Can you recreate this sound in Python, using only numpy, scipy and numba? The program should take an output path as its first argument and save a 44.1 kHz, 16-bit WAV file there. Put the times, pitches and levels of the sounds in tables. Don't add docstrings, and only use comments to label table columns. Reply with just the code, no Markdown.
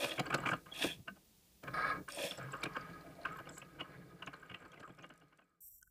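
import sys
import numpy as np
from scipy import signal
from scipy.fft import rfft, irfft
from scipy.io import wavfile
from scipy.ndimage import uniform_filter1d
from numba import njit

SR = 44100
rng = np.random.default_rng(int(sys.argv[2]) if len(sys.argv) > 2 else 0)


def materialize(psi):
    bounded = np.clip(np.atleast_2d(psi).T, -1, 1)
    quanta = np.round(bounded * 32767).astype(np.int16)
    wavfile.write(sys.argv[1], SR, quanta)


def amplitude_ratio(level_db):
    exponent = np.asarray(level_db, float) / 20
    return 10 ** exponent


N = 260190

# [start t/s, top speed t/s, stop t/s, whirr level/dB, drone rel. to whirr/dB]
ROLLER_RUNS = [
    (-.06, 0.033, .17, -43, 3),
    (0.736, 0.843, 0.94, -42, -1.5),
    (2.092, 2.244, 2.355, -44, 1),
]
# [f/Hz, width/Hz, level/dB]
CLACK_MODES = [(1930, 200, -3), (2255, 220, 1), (2550, 310, -2), (2884, 270, 0), (3280, 340, -8.5)]


@njit
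def svf(x, hz, width):
    y, band, low = np.empty(len(x)), 0., 0.
    g, k = np.tan(np.pi * hz / SR), width / hz
    for i in range(len(x)):
        floor = 1e-15 * (i & 15)
        v = (band + g * (x[i] + floor - low)) / (1 + g * (g + k))
        band = 2 * v - band
        low += 2 * g * v
        y[i] = k * v
    return y


def unit(x):
    return x / np.sqrt(np.mean(x ** 2))


def body(drive, modes):
    power = sum(amplitude_ratio(db) ** 2 * 2 / SR * width for _, width, db in modes)
    out = np.zeros(len(drive))
    for k, (hz, width, db) in enumerate(modes):
        ring = svf(svf(drive, 1. * hz, 1. * width), 1. * hz, 2. * width)
        out += (-1) ** k * amplitude_ratio(db) * ring
    return out / np.sqrt(power)


def level_curve(points):
    off_db = -130
    rows = [(points[0][0] - .006, off_db), *points, (points[-1][0] + .002, off_db)]
    s, db = np.transpose(rows)
    return np.interp(np.arange(N) / SR, s, db)


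def coloured(spectrum):
    hz, db = np.transpose(spectrum)
    f = np.arange(N // 2 + 1) * SR / N + 1
    gain = amplitude_ratio(np.interp(np.log(f), np.log(hz), db, right=-90))
    return unit(irfft(rfft(rng.standard_normal(N)) * gain, N))


def rattle(rate, scatter_db):
    at = np.arange(0, N + SR / rate, SR / rate)
    jumps = np.minimum(rng.exponential(size=len(at)), 2.5)
    strength = np.interp(np.arange(N), at, amplitude_ratio(scatter_db * jumps))
    return unit(strength * rng.standard_normal(N))


def swell(t, start, stop, power):
    return np.sin(np.pi * np.clip((t - start) / (stop - start), 0, 1)) ** power


def snap(hz, width, decay_s, noise):
    u = np.arange(len(noise)) / SR / decay_s
    y = svf(svf(noise * u * np.exp(-u), 1. * hz, 1. * width), 1. * hz, 2 * width)
    return y / np.abs(y).max()


def fade_db(t):
    from_s, to_s = 2.06, 5.72
    return 20 * np.log10(np.clip((to_s - t) / (to_s - from_s), 1e-4, 1))


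def room_tone():
    # [f/Hz, level per Hz/dB]
    air_colour = [(18, -42), (30, -16.5), (59, -4.5), (140, -13.5), (219, -5.5), (249, -20), (307, -15),
                  (1400, -29.5), (2990, -24.5), (3590, -24), (15500, -26.5)]
    air_db, whistle_db, whistle_hz = -67, -74, 15000
    t = np.arange(N) / SR
    idle = uniform_filter1d(1. * (t > 1.0) * (t < 1.66), size=4000)
    driving = uniform_filter1d(1. * (t > 1.6) * (t < 2.4), size=4000)
    flicker = uniform_filter1d(np.abs(rattle(27, 3.6)), 400)
    tone = flicker * np.sin(2 * np.pi * whistle_hz * t)
    whistle = tone + 0.25 * unit(svf(rng.standard_normal(N), 1. * whistle_hz, 250.))
    air = amplitude_ratio(air_db - 2.0 * idle) * coloured(air_colour)
    whistle = amplitude_ratio(whistle_db + 4 * driving - 3 * idle + .5 * fade_db(t)) * whistle
    return amplitude_ratio(fade_db(t)) * (air + whistle)


def second_microphone():
    # [t/s, level/dB]
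    gate = [
        (5.606, -61),
        (5.63, -56.5),
        (5.688, -56),
        (5.694, -65),
        (5.73, -60.5),
        (5.794, -65),
        (5.8, -73),
        (5.9, -78),
    ]
    # [f/Hz, width/Hz, level/dB]
    early_bands = [(5660, 440, -14), (8000, 1300, -5.5), (8540, 510, -2.5), (9700, 1200, -7.5),
                   (11400, 400, -4), (12300, 1000, 1), (13300, 1300, 0), (14900, 1500, -4)]
    late_bands = [(5730, 360, -8.5), (6830, 300, -10), (7670, 560, 0), (9500, 1700, -10), (11200, 400, -5),
                  (12400, 900, 0.5), (13400, 1200, 1), (14800, 1400, -4)]
    # [t/s, snap level/dB, snap f/Hz, ring level/dB]
    clicks = [
        (5.8145, -49.5, 12060, -101),
        (5.8283, -45.5, 5900, -55),
        (5.8755, -62, 10500, -63),
    ]
    hiss_db = level_curve(gate)
    rumble = unit(body(rng.standard_normal(N), [(40., 50., 0)]))
    slide = np.interp(np.arange(N) / SR, (5.68, 5.73), [0, np.pi / 2])
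    grain = rattle(200, 0.8)
    early, late = unit(body(grain, early_bands)), unit(body(grain, late_bands))
    out = amplitude_ratio(hiss_db) * (np.cos(slide) * early + np.sin(slide) * late)
    t = np.arange(-800, 800) / SR
    ring = np.zeros(N)
    for s, snap_db, hz, ring_db in clicks:
        i = int(s * SR)
        out[i:i + 300] += amplitude_ratio(snap_db) * snap(hz, hz * 0.83, 0.00039, rng.standard_normal(300))
        tone = np.sin(2 * np.pi * 1500 * t) + amplitude_ratio(snap_db + 25.0) * np.sin(2 * np.pi * 3120 * t)
        envelope = np.exp(-np.abs(t) / 0.0025) + 0.081 * np.cos(t * SR / 510)
        ring[i - 760:i + 840] += amplitude_ratio(ring_db) * envelope * tone
    band = signal.ellip(6, .5, 60, [5150, 15900], "bandpass", fs=SR, output="sos")
    return signal.sosfilt(band, out) + ring + (hiss_db > -100) * amplitude_ratio(-78.5) * rumble


def hums():
    # [start t/s, stop t/s, f/Hz, level/dB]
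    holds = [
        (1.653, 1.742, 139.4, -57.5),
        (2.373, 2.538, 130, -56.5),
        (4.964, 5.13, 165.8, -71),
    ]
    t = np.arange(N) / SR
    waver = np.cumsum(unit(svf(rng.standard_normal(N), 8.9, 25.0))) / SR
    out = np.zeros(N)
    for start, stop, hz, db in holds:
        tone = np.sin(2 * np.pi * hz * (t + 0.14 * waver))
        out += amplitude_ratio(db + 9.0) * swell(t, start, stop, 0.47) * tone
    return out


def rubs():
    # [start t/s, stop t/s, f/Hz, width/Hz, level/dB]
    rub_spans = [(3.49, 3.62, 7400, 1400, -65), (2.735, 2.82, 4800, 100, -72), (3.21, 3.26, 9200, 300, -76),
                 (1.73, 1.8, 14500, 900, -70), (2.08, 2.34, 4700, 210, -61), (2.08, 2.22, 8800, 590, -60.5),
                 (.755, .93, 2590, 250, -49.5), (2.75, 3.05, 1250, 32, -58.5),
                 (3.28, 3.34, 1280, 100, -51.5), (2.46, 2.8, 1150, 330, -55),
                 (2.079, 2.096, 1620, 200, -42), (0.92, 1.04, 113, 91, -57), (2.82, 3.05, 4800, 90, -77),
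                 (3.36, 3.42, 12400, 400, -74), (.41, 0.5, 1000, 210, -50.5), (2.79, 3.02, 1650, 36, -65.5),
                 (4.49, 4.56, 130, 88, -55), (2.77, 2.83, 138, 43, -52.5), (3.7, 4.16, 137, 29, -64.5),
                 (4.86, 4.96, 134, 40, -64), (1.08, 1.14, 198, 46, -54.5), (2.39, 2.44, 1450, 140, -54.5),
                 (.455, .535, 7000, 4000, -58), (5.47, 5.58, 1250, 89, -82), (2.74, 2.8, 1600, 99, -56),
                 (2.95, 3.4, 650, 150, -61.5), (0.3, 0.4, 1200, 150, -46), (1.64, 1.72, 560, 71, -54.5),
                 (2.08, 2.395, 5400, 110, -62.5), (4.83, 4.86, 1270, 130, -56), (1.97, 2.04, 100, 78, -59),
                 (3.78, 3.9, 1060, 80, -63), (.745, 0.952, 3350, 200, -49.5),
                 (0.7115, .726, 3310, 90, -49.5), (.78, 0.927, 1700, 252, -53), (.828, .875, 340, 150, -39),
                 (1.075, 1.095, 1540, 130, -44.5), (2.18, 2.33, 3350, 140, -57.5),
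                 (2.19, 2.3, 2450, 200, -53), (2.385, 2.43, 2500, 1200, -64)]
    t = np.arange(N) / SR
    out = np.zeros(N)
    for start, stop, hz, width, db in rub_spans:
        friction = amplitude_ratio(db) * swell(t, start, stop, 0.51) * rattle(90, 4.3)
        out += body(friction, [(hz, width, 0)])
    return out


def roller_levels():
    # [t/s, whirr level/dB]
    jolts = [
        (0.047, -45),
        (0.12, -44.5),
        (0.755, -46),
        (0.826, -35.5),
    ]
    slow_db = (14.5, 20, 16)
    brush_db = -5
    t = np.arange(N) / SR
    out = np.zeros((3, N))
    for start, top, stop, db, drone_db in ROLLER_RUNS:
        ramp = np.where(t < top, (top - t) / (top - start), (t - top) / (stop - top))
        slow = np.clip(ramp, 0, 1)
        ends_db = 450 * np.clip(t - stop, 0, None) + 40 * np.clip((start - t) / 0.015, 0, None)
        relative_db = np.array([[0], [drone_db], [brush_db]])
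        out += amplitude_ratio(db + relative_db - np.outer(slow_db, slow) - ends_db)
    for s, db in jolts:
        out[0] += amplitude_ratio(db) * np.exp(-np.abs(t - s) / 0.0053)
    return out


def rollers():
    # [f/Hz, width/Hz, level/dB]
    whirr_modes = [(1002, 45.1, -10), (1753, 250, -8), (2280, 190, -11.5), (2500, 190, -2),
                   (2800, 180, -10.5), (3330, 230, 0), (3600, 1400, -13)]
    drone_modes = [(75.5, 93, -20.5), (248, 55, -10.5), (339, 80, -5), (570, 60, -4), (636, 304, -7)]
    brush_modes = [(5300, 160, 5), (7000, 7600, -5), (9290, 850, 4), (11000, 13500, -8.5),
                   (14000, 2000, -18)]
    frame_hz, frame_waver, frame_db = 568, .09, 0
    whirr, drone, brush = roller_levels()
    pulling = np.abs(np.arange(N) / SR - ROLLER_RUNS[1][1]) > .5
    chatter = rattle(180, 4.1)
    waver = 1 + frame_waver * unit(svf(rng.standard_normal(N), 40., 120.))
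    tone = np.sin(2 * np.pi * frame_hz * np.cumsum(waver) / SR)
    sing = unit(tone * uniform_filter1d(np.abs(rattle(60, 2)), size=600))
    return (body(whirr * chatter, whirr_modes)
            + body(drone * rattle(50, 5.2), drone_modes)
            + amplitude_ratio(frame_db) * pulling * drone * sing
            + body(brush * (0.61 * chatter + 1.03 * rattle(300, 4.5)), brush_modes))


def ticks():
    # [t/s, peak level/dB, ring f/Hz]
    small_ticks = [(0.821, -28, 3330), (2.087, -46, 8830), (2.121, -45, 5270), (2.147, -41.5, 8900),
                   (2.163, -40.5, 8900), (2.309, -31.5, 3330), (0.264, -48, 4560), (0.303, -52, 7700),
                   (3.152, -60, 4300), (3.369, -58, 12400), (3.386, -67, 12400), (3.58, -51.5, 11400),
                   (4.263, -57, 3900), (4.987, -61, 5200), (2.3753, -51, 5350), (2.618, -55, 4790),
                   (2.6367, -34.5, 3980), (2.735, -53.5, 4750), (2.81, -53, 4600), (2.9316, -59, 4360),
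                   (3.0088, -56, 4340), (3.214, -56, 4160), (3.232, -55, 4200), (3.4905, -51.5, 5200),
                   (3.578, -58, 6800), (3.8106, -58, 4270), (4.262, -52.5, 6530), (4.3403, -53.5, 4140),
                   (4.6511, -63.5, 4560), (4.7175, -61, 6300), (4.797, -60, 6240), (5.024, -59, 6340)]
    # [t/s, peak level/dB]
    belt_seats = [(.2558, -50.5), (.3755, -53), (.401, -50.5), (0.5066, -51), (.5666, -61), (2.3733, -47.5),
                  (2.4264, -57), (2.5198, -46), (2.5671, -57), (2.607, -57), (2.638, -50), (3.3204, -57),
                  (3.3712, -58), (3.493, -47.5), (3.5199, -55), (3.545, -60), (3.565, -55), (3.5795, -41),
                  (3.5994, -64)]
    # [t/s, peak level/dB]
    belt_creeps = [(4.3648, -66), (4.3987, -62), (4.4172, -62), (4.4621, -67), (4.498, -66), (4.5554, -67),
                   (4.5873, -67), (4.6033, -65), (4.6207, -67), (4.6601, -68), (4.6811, -63), (4.7175, -77),
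                   (4.7983, -73), (4.8118, -63), (4.8517, -66), (4.863, -66), (4.8767, -62), (4.891, -68),
                   (4.9231, -69), (4.9714, -72), (5.0084, -69), (5.0548, -73), (5.0642, -71), (5.09, -77),
                   (5.1376, -71), (5.1585, -75), (5.2004, -72), (5.2832, -77), (5.3606, -80), (5.373, -80),
                   (5.4419, -76), (5.4928, -79), (5.404, -79), (5.556, -85)]
    # [t/s, peak level/dB, ring f/Hz]
    guide_rings = [(0.0437, -34, 2550), (0.1105, -28.5, 3260), (0.1815, -46, 2280), (0.3033, -30.5, 2330),
                   (0.4619, -27.5, 2334), (0.4893, -27, 2240), (1.081, -38.5, 2800), (2.3565, -53, 3480),
                   (2.531, -43, 2850), (2.6314, -26.5, 2320), (2.6584, -32, 2420), (2.7661, -37.5, 2280),
                   (3.1667, -63, 2240), (3.2535, -32, 2460), (3.388, -49, 2910), (3.4441, -58, 2140),
                   (3.4555, -50, 2820), (3.472, -48, 2340), (3.4905, -46, 3400), (3.5703, -52, 2050),
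                   (3.6173, -40.5, 2620), (3.65, -58, 2560), (3.8092, -33.5, 2890), (4.224, -32.5, 2860),
                   (4.2737, -36.5, 2800), (4.3151, -54, 2190), (4.5, -48, 2850), (4.5141, -46, 2900),
                   (4.5455, -35.5, 2800), (4.593, -59, 2240), (4.6184, -60, 2420), (4.7177, -51, 3300),
                   (4.7321, -54, 2430), (4.744, -55, 2840), (4.7611, -53, 2440), (4.774, -50, 2100),
                   (4.8763, -58, 2860), (4.9044, -57, 3330), (4.9901, -58, 2440), (5.01, -52, 2450),
                   (5.0345, -47, 2930), (5.0433, -42, 2860), (5.103, -50, 2980), (5.2131, -61, 2870),
                   (5.3038, -74, 2150), (5.3268, -66, 2120), (5.3877, -64, 2160), (5.426, -63, 2460)]
    # [t/s, peak level/dB]
    mat_snaps = [(2.087, -46), (2.121, -41), (3.107, -62), (3.328, -58), (4.972, -66), (2.6385, -37),
                 (4.1494, -69), (4.223, -64), (4.273, -60), (4.331, -62), (4.5455, -62), (4.7187, -63),
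                 (4.799, -69), (4.9487, -63), (5.0549, -64), (5.0644, -60), (5.092, -57), (5.1382, -59),
                 (5.1587, -63), (5.177, -59), (5.2001, -64), (5.2829, -75), (5.374, -62)]
    belt_hz = 7630
    # t/s, level/dB, f/Hz, width/Hz, decay/s
    rows = [(s, db, hz, 0.1 * hz, .0015) for s, db, hz in small_ticks]
    rows += [(s, db - 4.0, hz, 0.92 * hz, .0006) for s, db, hz in small_ticks]
    rows += [(s, db, belt_hz, 550., .0017) for s, db in belt_seats]
    rows += [(s - .0015, db - 1.5, belt_hz, 600., .0015) for s, db in belt_creeps]
    rows += [(s - .0025, db - 6.5, hz, 0.064 * hz, 0.002) for s, db, hz in guide_rings]
    rows += [(s, db, 7200., 6500., .0008) for s, db in mat_snaps]
    out = np.zeros(N + 900)
    noise = rng.standard_normal((len(rows), 900))
    for (s, db, hz, width, decay_s), grit in zip(rows, noise):
        i = int(s * SR)
        out[i:i + 900] += amplitude_ratio(db) * snap(hz, width, decay_s, grit)
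    return out[:N]


def knocks():
    # [t/s, casing peak level/dB, thud rel./dB, clack rel./dB]
    dull_knocks = [(.1138, -49, -4, 10), (.303, -33, -8.5, -5.5), (.382, -39, -4.5, -5),
                   (.4871, -25.5, -16.5, -8.5), (.5156, -25.5, -12.5, -18), (.5322, -28, -10.5, -8),
                   (.661, -49, -12, -9), (1.078, -36.5, -15, -10.5), (1.677, -35, -14.5, -8.5),
                   (2.082, -36, -26, -15), (.179, -34.5, -8.5, -3), (.325, -31, -7, -7),
                   (.457, -27.5, -13, -7), (.468, -30, -13, -4), (2.549, -39, -18, -22),
                   (2.655, -34, -7, -5), (3.469, -46.5, -9, -8.5), (4.496, -47, -13, -2),
                   (4.512, -48.5, -8, 0), (4.874, -51.5, -8, -9), (4.893, -54.5, -2.5, -9),
                   (5.039, -48.5, -13, -1), (5.101, -48, -11, -6.5), (5.387, -59, -9, -3),
                   (4.2715, -38.5, -12, -4), (2.535, -34, -15.5, -18), (2.582, -50, -29, -27),
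                   (2.764, -32.5, -12.5, -6), (3.2522, -29, -23.5, -13.5), (3.357, -40, -27, -21),
                   (3.3858, -35.5, -31, -18), (3.397, -39, -12, -19), (3.618, -49.5, -8.5, 2),
                   (3.8063, -39.5, -7.5, 4), (4.223, -37.5, -18, -8), (4.332, -38, -18, -16),
                   (4.428, -46, -33, -17), (4.5423, -45, -13, 3.5), (4.773, -54.5, -3, -2),
                   (4.8293, -42, -17, -13.5), (5.2165, -64, -0.5, -3), (5.3257, -56, -17, -10),
                   (5.415, -61.5, -10, -5)]
    sharp_knocks = [(.0386, -34, -9.5, -3.5), (.191, -33.5, -1.5, 1.5), (.3383, -27, -5, -5),
                    (.7137, -59, 2.5, -18.5), (.8366, -38, 0.5, -1), (1.631, -50, -1.5, -5.5),
                    (2.234, -47.5, 2.5, 9.5), (2.311, -46, -6, 4), (2.379, -44, -1.5, -14),
                    (2.63, -36, -7, -1), (3.571, -46, -12.5, -14), (4.797, -55, 2, -2)]
    slow_knocks = [(.2527, -38.5, -9, -8.5), (.425, -37.5, -13, -16), (.835, -49.5, 8, -12),
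                   (1.155, -62.5, -3.5, -8), (2.7465, -37.5, -24, -20), (3.487, -49, -5.5, -13),
                   (3.788, -41.5, -22, -6.5), (4.614, -52, -10, -13), (4.6428, -50, -10.5, -12),
                   (4.7266, -53, -6, -4.5), (4.9795, -52.5, -8, -8), (5.022, -55.5, -1.5, -2)]
    # [f/Hz, width/Hz, level/dB]
    casing_modes = [(1071, 100, 2.5), (1230, 54.5, 5.5), (1498, 336, 5.1), (1609, 342, 2.7)]
    thud_modes = [(130, 87, -1.5), (167.2, 104, 0.5), (270.6, 131, -3.5), (336, 101, 0.5), (548, 142, -4.5),
                  (740, 240, -8)]
    crack_modes = [(3830, 860, 2), (4996, 600, -2), (6420, 2500, -7.5), (7670, 2100, -8),
                   (10500, 5700, -13)]
    # length/s, crack level/dB, share of the clack dB that the crack follows
    kinds = ((dull_knocks, 0.0055, -23.5, 0.36),
             (sharp_knocks, 0.0069, -6.5, 0.61),
             (slow_knocks, 0.011, -18, 0.78))
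    t = np.arange(int(.08 * SR)) / SR
    rows = []
    for table, length, crack_db, share in kinds:
        rows += [(*row, crack_db + share * row[3], length) for row in table]
    drive = np.zeros((4, N + len(t)))
    noise = rng.standard_normal((len(rows), len(t)))
    for (s, db, thud_db, clack_db, crack_db, length), impacts in zip(rows, noise):
        i = int((s - .005) * SR)
        # relative dB, lateness, stretch
        parts = ((0, .01, 1), (thud_db + 5.5, .5, 1.6), (clack_db - 2.5, .01, .9), (crack_db + 3.5, .3, .55))
        for line, (rel_db, late, stretch) in zip(drive, parts):
            cluster = np.exp(-((t / length - 1.5 - late) / stretch / 1.05) ** 2)
            line[i:i + len(t)] += amplitude_ratio(db + rel_db - 3.5) * cluster * impacts
    casing, thud, clack, crack = drive[:, :N]
    return (body(casing, casing_modes) + body(thud, thud_modes)
            + body(clack, CLACK_MODES) + body(crack, crack_modes))


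def move_levels(rows):
    coasts = (430, 129.5, 653.5)
    t = np.arange(N) / SR
    out = np.full((3, N), -130.)
    for start, off, db, rumble_db, tooth_db in rows:
        start_db = 60 * np.clip((start - t) / 0.011, 0, None)
        for k, (rel_db, coast) in enumerate(zip((0, rumble_db, tooth_db), coasts)):
            run = db + rel_db - coast * np.clip(t - off, 0, None) - start_db
            out[k] = np.maximum(out[k], run)
    return out


def engraving_levels():
    # [t/s, gear rattle level before the fade/dB]
    load = [(2.38, -55), (2.82, -53.5), (2.99, -57.5), (3.2, -60), (3.27, -48.5), (3.4, -52.5),
            (3.43, -56.5), (3.57, -59.5), (3.76, -59.5), (3.9, -52), (4.05, -60), (4.27, -56.5),
            (4.41, -54.5), (4.74, -54), (5.04, -57.5), (5.17, -52), (5.39, -57), (5.6, -66)]
    rumble_db, tooth_db, follow = -55, -69.5, 0.18
    load_db = level_curve(load)
    swing = np.where(load_db > -100, follow * (load_db - np.mean(load, axis=0)[1]), -80)
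    return np.array([load_db, rumble_db + swing, tooth_db + swing]) + fade_db(np.arange(N) / SR)


def gear_train(levels, gearbox, loose_db, grit_db, steady):
    # [f/Hz, width/Hz, level/dB]
    tooth_modes = [(3585, 180, -2), (4063, 130, 2), (4314, 150, 0), (4500, 160, 0.5), (4750, 190, 1),
                   (5200, 180, -4), (9060, 380, -10), (9750, 430, -13.5)]
    table_modes = [(55, 35, -4.5), (136, 37, -5), (172, 40, 0), (255, 60, -9), (340.5, 217, -5.5)]
    tooth_hz, tooth_at_s = 125.4, 1.82
    gear_db, rumble_db, tooth_db = levels
    running = gear_db > -110
    phase = (tooth_hz * (np.arange(N) / SR - tooth_at_s)) % 1
    gears = amplitude_ratio(gear_db) * unit((1.0 + np.exp(-phase / 0.25)) * np.abs(rattle(90, loose_db)))
    power = np.array([amplitude_ratio(db) ** 2 * width for _, width, db in gearbox])
    ringing = np.zeros(N)
    for share, mode in zip(power / power.sum(), gearbox):
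        ringing += np.sqrt(share) * body(gears * rattle(8, .3 * loose_db), [mode])
    strike = rattle(120, loose_db + 2.0)
    repeated = strike[(phase * SR / tooth_hz).astype(int)]
    strike = strike + steady * unit(repeated)
    teeth = unit((0.23 + np.exp(-phase / 0.22)) * strike)
    flutter = unit(uniform_filter1d(np.abs(teeth), size=500) ** (2 - steady))
    tooth_drive = running * amplitude_ratio(tooth_db - 34) * teeth
    hiss = np.zeros(N)
    for k, (hz, width, db) in enumerate(tooth_modes):
        fluttering = tooth_drive * np.roll(flutter, k * N // 9)
        hiss += amplitude_ratio(db) * np.sqrt(width) * body(fluttering, [(hz, width, 0)])
    grit = body(amplitude_ratio(gear_db + grit_db) * rattle(110, 8.0), CLACK_MODES)
    rumble = body(running * amplitude_ratio(rumble_db) * rattle(30, 4.2), table_modes)
    return ringing + grit + hiss + rumble


def carriage():
    # [start t/s, power off t/s, gear rattle level/dB, table rumble rel./dB, tooth hiss rel./dB]
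    strokes = [
        (0.0, .12, -54, -23, 0),
        (.2, .3, -59, 7.5, -6),
        (.33, .43, -52, 2, -11),
        (.47, .56, -52.5, -1, -16),
        (.657, .88, -62.5, -2, -21),
        (.84, .9, -63.5, 9, -17),
        (1.06, 1.18, -82, 10.5, -3),
        (2.12, 2.37, -62.5, -4, -6),
        (2.45, 2.56, -55, -8, -25),
    ]
    traverse = [
        (1.633, 1.73, -55.5, -1, -13.5),
        (1.736, 1.77, -40, -13.5, -10),
        (1.765, 1.918, -37, -14.5, -15),
        (1.93, 1.961, -44, -4.5, -18),
    ]
    # [f/Hz, width/Hz, level/dB]
    gearbox = [(570, 200, -11), (800, 250, -16), (1050, 60, -9), (1250, 55, 0), (1480, 70, -7),
               (1640, 65, -3), (1950, 300, -15), (2280, 180, -13), (2900, 900, -25)]
    gearbox_fast = [(580, 294, -13), (1073, 56, -4), (1251, 60, 0.5), (1307, 59, -8), (1448, 74, -7),
                    (1645, 53, 2), (1760, 490, -15), (2250, 79, -11)]
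    levels = np.maximum(move_levels(strokes), engraving_levels())
    normal = gear_train(levels, gearbox, loose_db=3.2, grit_db=-20.5, steady=.6)
    fast = gear_train(move_levels(traverse), gearbox_fast, loose_db=0.6, grit_db=-32.0, steady=.8)
    return normal + fast


def short_room(machine):
    t60_s, room_db = .085, -16
    t = np.arange(int(.4 * SR)) / SR
    tail = rng.standard_normal(len(t)) * amplitude_ratio(-60 * t / t60_s) * (t > .004)
    tail = signal.lfilter([1], [1, -.6], tail)
    return amplitude_ratio(room_db) * signal.fftconvolve(machine, tail / np.sqrt(np.sum(tail ** 2)))[:N]


def scene():
    machine = hums() + rubs() + rollers() + ticks() + knocks() + carriage()
    return (room_tone() + second_microphone() + short_room(machine) + machine)[None]


def top_cut(x):
    return signal.sosfilt(signal.butter(12, 16200, fs=SR, output="sos"), x)


def record(dry):
    cut = signal.sosfilt(signal.ellip(10, .2, 40, 15250, fs=SR, output="sos"), dry)
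    first = np.arange(N) < 5.6 * SR
    return top_cut(np.where(first, cut, dry))


dry = scene()
out = record(dry)
materialize(out)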